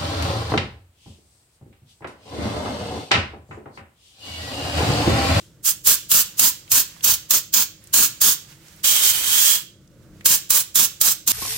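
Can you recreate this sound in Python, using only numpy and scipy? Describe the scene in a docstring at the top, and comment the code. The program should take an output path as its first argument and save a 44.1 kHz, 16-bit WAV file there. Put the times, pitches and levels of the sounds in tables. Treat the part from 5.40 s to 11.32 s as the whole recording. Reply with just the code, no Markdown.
"""A can of compressed air, close to the microphone, blows out an open laptop: ten puffs, a long blast, five more.
Each squeeze is coloured noise: a hiss at the nozzle, a rush over the board, resonances of nozzle and fan housing.
Trigger ticks and knocks are damped resonances; the hand rustles and spent air brushes the microphone.
Behind lie a living room's low hum and short ring; a limiter flattens the loud jets, slower than their first spit."""
import sys
import numpy as np
from scipy import signal
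from scipy.fft import rfft, irfft
from scipy.io import wavfile

SR = 44100
rng = np.random.default_rng(int(sys.argv[2]) if len(sys.argv) > 2 else 0)


def master(y):
    """Save y as 16-bit WAV."""
    cut = np.clip(np.atleast_2d(y).T, -1, 1)
    pcm = np.round(cut * 32767)  # scale
    wavfile.write(sys.argv[1], SR, pcm.astype(np.int16))


N = 261072
TIME = np.arange(N) / SR
HZ = np.maximum(np.arange(N // 2 + 1) * SR / N, 1)
SIDES = np.array([[1], [-1]])   # left, right

# low hum of the room: pitch_hz, relative level_db (per Hz)
HUM_COLOUR = [(25, -5), (36, -0.5), (62, -1.5), (80, 0), (102, 3), (150, 3), (200, -1), (255, -12.5),
              (320, -2), (400, -14), (550, -11), (780, -28), (1500, -23.5), (4000, -58.5)]
HUM_DB = -52.5
# low rumble as the arm swings back: middle_s, length_s, peak level_db
ARM_SWINGS = [(4.74, 0.55, -47)]
# the room's ring by band: centre_hz, t60_s, relative level_db
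ROOM_RING = [(200, 0.38, -19.5), (1000, 0.24, -11.5), (2760, 0.38, -10), (7000, 0.38, -17),
             (10660, 0.27, -17.5), (15000, 0.28, -18)]
# spent air brushing the microphone in mid-sweep: middle_s, length_s, peak level_db
DRAUGHTS = [(3.67, 0.15, -44), (3.81, 0.41, -48)]
# rustle of the hand: pitch_hz, relative level_db (per Hz)
RUSTLE_COLOUR = [(410, -28), (700, -2), (1200, 0.5), (1700, 3), (4130, 1), (7400, 1), (11000, -6),
                 (15500, -3)]
# the hand shifting on the can: middle_s, length_s, peak level_db
HAND_SHIFTS = [(0.95, 0.47, -51.5), (1.58, 1, -50.5), (2.8, 1.2, -51.5), (3.11, .08, -49.5),
               (3.32, 0.37, -51), (4.74, 0.69, -62.5), (5.45, 1.5, -60)]
GRIP_DB, RUSTLE_PAN_DB = -64.5, -6   # hand at rest; left minus right
# trigger and finger ticks: start_s, peak level_db, pitch_hz
TICKS = [(0.716, -8.5, 3200), (1.278, -34, 2800), (1.565, -39, 1090), (1.608, -29.5, 3200),
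         (2.44, -32, 11000), (2.472, -33, 8180), (3.125, -39.5, 3000), (3.283, -34.5, 6120),
         (3.362, -39, 11000), (4.476, -47, 6140), (4.809, -33, 2140)]
# soft knocks as the trigger bottoms out or springs back: start_s, level_db before rise and decay, pitch_hz
KNOCKS = [(0.469, -19, 91), (.715, -27.5, 100), (.995, -26, 84.3), (1.326, -23.5, 107), (1.721, -24, 84),
          (1.968, -29, 92), (2.205, -33.5, 80), (2.596, -20, 216), (4.855, -38, 120)]

# cavities of nozzle and fan housing: centre_hz, width_hz, boost_db
CAVITIES = [(3090, 520, 1.8), (6350, 300, 3.5), (7350, 260, 3), (10300, 250, 2), (12520, 350, 3),
            (14750, 400, 2), (15400, 600, 2.5)]
# jet power common to both microphone ports: pitch_hz, share (0 to 1)
JET_LIKENESS = [(100, 0.83), (600, 0.83), (1300, 0.4), (3000, 0.32), (7000, 0.22), (15000, 0.44)]
# centres of rush, housing, hiss, neutral band and sizzle: centre_hz
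PART_HZ = [1500, 3400, 6800, 10500, 14500]

# jet deep in the far fan: pitch_hz, relative level_db (per Hz)
BLAST_COLOUR = [(90, -26), (250, -17), (700, -20.5), (1100, -12), (1600, -11), (2000, -10), (2700, -6.5),
                (3150, 1), (4000, -4), (5300, -3), (6200, -1.5), (7500, 0), (10500, -5.5), (13000, -2),
                (15300, -0.5)]
# how squarely the sweeping jet meets the far fan, used about its mean: time_s, loudness_db
SWEEP = [(3.45, -17), (3.484, -14.5), (3.504, -15), (3.606, -19.5), (3.656, -15), (3.71, -15), (3.73, -20),
         (3.804, -22.5), (4.004, -15), (4.048, -15), (4.1, -14), (4.15, -17)]
# blast parts (rush, housing, hiss, sizzle): level_db, follows_sweep (dB per dB)
BLAST_PARTS = [(0, -0.2), (-1, 0.15), (-0.5, 0.86), (-1, 0.8)]
# the valve opens once, stays open and is eased shut
BLAST_OPEN_S, BLAST_SHUT_S, BLAST_DB = 3.448, 4.1525, -12
BLAST_OPENING_S, BLAST_CLOSING_DB_PER_S = 0.017, 354.5
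SWEEP_DEPTH = 0.94   # dB of jet per dB of sweep

# short squeezes: fully_open_s, held_s, relative level_db, spit_db, aim_db (hiss gained on the board), pan_db (L-R)
PUFFS = [(0.267, 0.044, -14.5, -1.5, -2, 0.5), (0.472, 0.071, -8.5, 3.5, -1, 2.5),
         (0.717, 0.1, -11.5, 3.5, 1, 3), (0.995, 0.099, -11, 6.5, 1.5, 1.5), (1.318, 0.093, -12.5, 6, 2, 3),
         (1.644, 0.098, -13.5, 4, 4, 2.5), (1.908, 0.077, -14.5, 6.5, 4.5, 2),
         (2.139, 0.094, -13.5, 5, 9, 1), (2.541, 0.12, -10, 2, 4, 2.5), (2.816, 0.11, -11.5, 4, 1.5, 1.5),
         (4.859, 0.099, -11.5, 6.5, 0.5, 2.5), (5.105, 0.1, -13.5, 6, -1, 0.5),
         (5.357, 0.098, -12, 4, 1, 1), (5.613, 0.11, -14, 6.5, 1, 1), (5.876, 0.13, -13.5, 5, 2, 2)]
# jet close by: pitch_hz, relative level_db (per Hz)
PUFF_COLOUR = [(90, -23.5), (270, -14), (700, -21), (1050, -13), (1600, -11.5), (2000, -15), (3200, -6.5),
               (4200, -4.5), (6200, -0.55), (7500, 0.26), (9500, -3), (11200, -4.5), (13000, -0.5),
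               (15300, -1.5)]
# balance of the near jet: pitch_hz, left_minus_right_db
PUFF_BALANCE = [(250, -2.5), (1600, -1), (3200, -4), (4600, -5), (6200, -6.5), (8300, -8.5), (10500, 0.3),
                (12800, -6.5), (15300, -5)]
# lead of the left port in the near jet's common part: pitch_hz, lead_rad
PUFF_PHASE = [(100, -0.5), (1600, 0.63), (2200, .5), (4200, 0.5), (7300, -3), (9100, -6), (11000, -5.5),
              (15000, -5)]
# puff parts (rush, housing, hiss, sizzle): level_db, follows_aim (dB per dB)
PUFF_PARTS = [(1, 0.83), (-1, 0.82), (-1.1, 1.0), (0.38, 0.84)]
# the finger starts gently and squeezes faster and faster until it has found its pace
FIRST_OPENING_S, QUICKEST_OPENING_S, QUICKENS_S_PER_S = 0.037, 0.015, 0.0093
SPIT_SIZZLE, SPIT_SIZZLE_S = 0.56, 0.0083   # extra share of treble in the first gas out, and its fade
BASS_BUILD_S, BASS_LACK_DB = .07, 27   # a squeeze shorter than this stirs up little bass

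CUTOFF_HZ = 15900


def from_db(db):
    """Decibels to gain."""
    return 10 ** (np.asarray(db) / 20)


def rms_one(x):
    """Scale to unit rms."""
    return x / np.sqrt(np.mean(x ** 2) + 1e-20)


def at_hz(points, hz):
    """The second column of a spectrum, read on a log-frequency axis."""
    points = np.array(points)
    return np.interp(np.log(hz), np.log(points[:, 0]), points[:, 1])


def bins(size):
    """Frequencies of a transform of this length, at least 1 Hz."""
    return np.maximum(np.arange(size // 2 + 1) * SR / size, 1)


def drift(rate, size):
    """Straight lines between `rate` random points a second, drawn with spread 1."""
    return np.interp(np.arange(size) / SR * rate, np.arange(4096), rng.standard_normal(4096))


def noise(db, alike, size, phase=0.):
    """Coloured stereo noise, partly common to both ports; the left leads in that part by `phase`."""
    common, left, right = rfft(rng.standard_normal((3, size)))
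    alike = np.clip(alike, 0, 1)
    common = common * np.exp(.5j * phase * SIDES)
    mixed = np.sqrt(alike) * common + np.sqrt(1 - alike) * np.array([left, right])
    return rms_one(irfft(mixed * from_db(db), size))


def swells(rows):
    """Power of soft movements, each rising and falling as an arch."""
    power = 0
    for middle, length, db in rows:
        arch = np.cos(np.pi * np.clip((TIME - middle) / length, -.5, .5)) ** 2
        power = power + from_db(db) ** 2 * arch
    return power


def room_hum():
    """Steady low noise of the room, swelling as the arm swings back."""
    level = np.sqrt(from_db(HUM_DB) ** 2 + swells(ARM_SWINGS))
    return level * noise(at_hz(HUM_COLOUR, HZ), 0.93, N)


def fading_ring(level_db=-48, fade_db_per_s=125):
    """The room is still ringing from a puff just before: dulled jet noise dying away."""
    colour = at_hz(BLAST_COLOUR, HZ) - 10 * np.log10(1 + (HZ / 8000) ** 4)
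    return from_db(level_db - fade_db_per_s * TIME) * noise(colour, 0.18, N)


def room(x, first_echo_s=0.0067, size=32768):
    """Diffuse reflections: noise bands that each decay at their own pace, convolved with the source."""
    t, hz = np.arange(size) / SR, bins(size)
    alike = 1 / (1 + (hz / 1500) ** 2)   # long waves reach both ports as one
    white, tail = rfft(noise(0, alike, size)), 0
    centres = np.array(ROOM_RING)[:, 0]
    for part, (_, t60, db) in zip(np.eye(len(ROOM_RING)), ROOM_RING):
        share = np.interp(np.log(hz), np.log(centres), part)
        decay = from_db(-60 * t / t60) * (t > first_echo_s)
        tail = tail + irfft(white * share, size) * decay * from_db(db) / np.linalg.norm(decay)
    return signal.fftconvolve(x, tail, axes=1)[:, :N]


def draught(corner_hz=110):
    """Slow eddies of spent air at the microphone ports."""
    colour = -10 * np.log10(1 + (HZ / corner_hz) ** 4)
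    return np.sqrt(swells(DRAUGHTS)) * noise(colour, 0.97, N)


def hand_rustle():
    """Friction noise of the hand on the can, stronger when it shifts."""
    level = np.sqrt(from_db(GRIP_DB) ** 2 + swells(HAND_SHIFTS))
    unsteady = from_db(SIDES * RUSTLE_PAN_DB / 2 + 1.5 * drift(33, N))
    return level * unsteady * noise(at_hz(RUSTLE_COLOUR, HZ), 0.2, N)


def ticks(t60_s=0.024):
    """Plastic trigger and fingers: a tiny burst of contacts in one damped resonance."""
    out = np.zeros((2, N))
    t = np.arange(4096) / SR
    for start, db, hz in TICKS:
        first = int(start * SR)
        contacts = rng.standard_normal((2, len(t))) * from_db(-60 * t / t60_s)
        tick = signal.lfilter(*signal.iirpeak(hz, 3, fs=SR), contacts)
        out[:, first:first + len(t)] += from_db(db) * tick / np.abs(tick).max()
    return out


def knocks(t60_s=0.068, rise_s=0.0093):
    """The can, damped by the hand, gives a few cycles of low ring."""
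    out = np.zeros(N)
    t = np.arange(8192) / SR
    for start, db, hz in KNOCKS:
        first = int(start * SR)
        envelope = from_db(db - 60 * t / t60_s) * (1 - np.exp(-t / rise_s))
        out[first:first + len(t)] += envelope * np.sin(2 * np.pi * hz * t)
    return out


def cavities(hz):
    """Boost in dB from the resonances that the jet blows across."""
    return sum(db / (1 + (2 * (hz - centre) / width) ** 2) for centre, width, db in CAVITIES)


def moving_echoes(x, count=6):
    """Reflections off the laptop whose paths change as the can sweeps: the hiss gets a shifting comb."""
    out = x.copy()
    for k, delay_s in enumerate(rng.uniform(.0004, .004, count)):
        side = k % 2
        out[side] += .24 * np.interp(TIME - delay_s - 9e-5 * drift(4, N), TIME, x[side])
    return out


def blast(pan_db=-5.0, flutter_db=0.87, left_lead_s=2.7e-4):
    """The long jet, half hidden by the can; it is louder and brighter where its sweep meets the fan."""
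    sweep_s, loudness_db = np.transpose(SWEEP)
    sweep_db = np.interp(TIME, sweep_s, loudness_db) - np.mean(loudness_db)
    rush, housing, hiss, sizzle = [db + follows * sweep_db for db, follows in BLAST_PARTS]
    opening_db = -30 * np.minimum((TIME - BLAST_OPEN_S) / BLAST_OPENING_S, 0) ** 2
    closing_db = -BLAST_CLOSING_DB_PER_S * np.maximum(TIME - BLAST_SHUT_S, 0)

    shadow = SIDES * pan_db / 2 * np.clip(HZ / 4000, 0, 1)   # short waves are shadowed most
    alike = at_hz(JET_LIKENESS, HZ) / (1 + HZ / 7000)
    # the hiss comes from the left, the rush from the whole board
    phase = 2 * np.pi * np.maximum(HZ - 1500, 0) * left_lead_s
    colour = at_hz(BLAST_COLOUR, HZ) + cavities(HZ) + shadow
    jet = rfft(moving_echoes(noise(colour, alike, N, phase)))

    # split the jet into its parts, so that each follows the sweep in its own measure
    swept = 0
    for part, db in zip(np.eye(len(PART_HZ)), [rush, housing, hiss, 0, sizzle]):
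        share = np.interp(np.log(HZ), np.log(PART_HZ), part)
        swept = swept + irfft(jet * share, N) * from_db(db)
    level_db = BLAST_DB + opening_db + closing_db + SWEEP_DEPTH * sweep_db
    return swept * from_db(level_db + flutter_db * drift(90, N))


def nearby_echoes(hz, strength, longest_s, count=8):
    """Board, can and hand reflect the hiss within milliseconds: a comb in dB, drawn for each port and puff."""
    delays_s = rng.uniform(longest_s / 20, longest_s, (count, 2, 1))
    echoes = np.exp(-2j * np.pi * hz * delays_s).sum(axis=0)
    return 20 * np.log10(np.abs(1 + strength * echoes) + 0.25)   # the offset keeps the notches shallow


def aim_colour(hz, rush, housing, hiss, sizzle):
    """Where the jet lands decides which of its parts stand out (dB)."""
    return np.interp(np.log(hz), np.log(PART_HZ), [rush, housing, hiss, 0, sizzle])


def puff(row, closing_db_per_s=750, swell_db=4.0, flutter_db=1.23, gain_db=-0.57, size=16384):
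    """One squeeze: the valve leaks, snaps open with its own strength of spit, holds, and shuts."""
    start, held, level_db, spit_db, aim_db, pan_db = row
    opening = max(FIRST_OPENING_S - QUICKENS_S_PER_S * start, QUICKEST_OPENING_S)
    hz, first = bins(size), int(start * SR) - size // 4   # room for the leak ahead of the opening
    t = (first + np.arange(size)) / SR - start

    aim = [db + follows * aim_db for db, follows in PUFF_PARTS]
    colour = at_hz(PUFF_COLOUR, hz) + cavities(hz) + aim_colour(hz, *aim)
    colour = colour + SIDES * (at_hz(PUFF_BALANCE, hz) + pan_db) / 2
    colour = colour - BASS_LACK_DB * max(1 - held / BASS_BUILD_S, 0) / (1 + (hz / 700) ** 4)
    comb = nearby_echoes(hz, strength=.13, longest_s=.002)
    jet = noise(colour + comb, at_hz(JET_LIKENESS, hz), size, phase=at_hz(PUFF_PHASE, hz))

    valve_db = -30 * np.minimum(t / opening, 0) ** 2 - closing_db_per_s * np.maximum(t - held, 0)
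    # the half-open valve holds gas back; that gas then leaves all at once
    snapped = np.clip(t / .003 + 1, 0, 1)
    pressure_db = spit_db * (snapped * (1 + np.exp(-(t / .012) ** 2)) - 1)
    squeeze = np.sin(np.pi * np.clip(t / held, 0, 1))   # the finger presses hardest in mid-puff

    # the leak is thin; a harder jet strikes the board harder, so the low rush swells more than the hiss
    rush = signal.sosfilt(signal.butter(1, 2200, fs=SR, output="sos"), jet)
    rush_share = 0.59 * squeeze - .25 - 0.283 * (1 - snapped)
    sizzle = signal.sosfilt(signal.butter(1, 13000, "high", fs=SR, output="sos"), jet)
    sizzle_share = SPIT_SIZZLE * snapped * np.exp(-np.abs(t) / SPIT_SIZZLE_S)
    jet = jet + rush * rush_share + sizzle * sizzle_share

    jet_db = level_db + gain_db + valve_db + pressure_db + swell_db * squeeze
    jet = jet * from_db(jet_db + flutter_db * drift(89.5, size))
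    return np.pad(jet, ((0, 0), (first, N)))[:, :N]


def scene():
    """Jets and trigger close by, ringing in the room, over the rustle of the hand and the low hum."""
    close = sum(puff(row) for row in PUFFS) + blast() + ticks() + knocks()
    return close + room(close) + fading_ring() + hand_rustle() + draught() + room_hum()


def smooth(v, seconds):
    """One-pole averaging with this time constant."""
    r = np.exp(-1 / (seconds * SR))
    return signal.lfilter([1 - r], [1, -r], v)


def limiter(x, threshold_db=-13, slope=0.61, release_db_per_s=140):
    """The gain drops a few milliseconds after the level passes the threshold, and creeps back."""
    power = smooth(np.mean(x ** 2, axis=0), .003)
    over_db = np.maximum(10 * np.log10(power + 1e-12) - threshold_db, 0)
    release_db = release_db_per_s * TIME
    held_db = np.maximum.accumulate(over_db + release_db) - release_db
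    return x * from_db(-slope * smooth(held_db, .006))


def record(dry, low_cut_hz=38):
    """The microphone's chain: bass roll-off, limiter, full-scale clipping and a steep top cut."""
    heard = signal.sosfilt(signal.butter(2, low_cut_hz, "high", fs=SR, output="sos"), dry)
    top_cut = signal.ellip(12, .1, 70, CUTOFF_HZ, fs=SR, output="sos")
    return signal.sosfilt(top_cut, np.clip(limiter(heard), -1, 1))


dry = scene()
out = record(dry)
master(out)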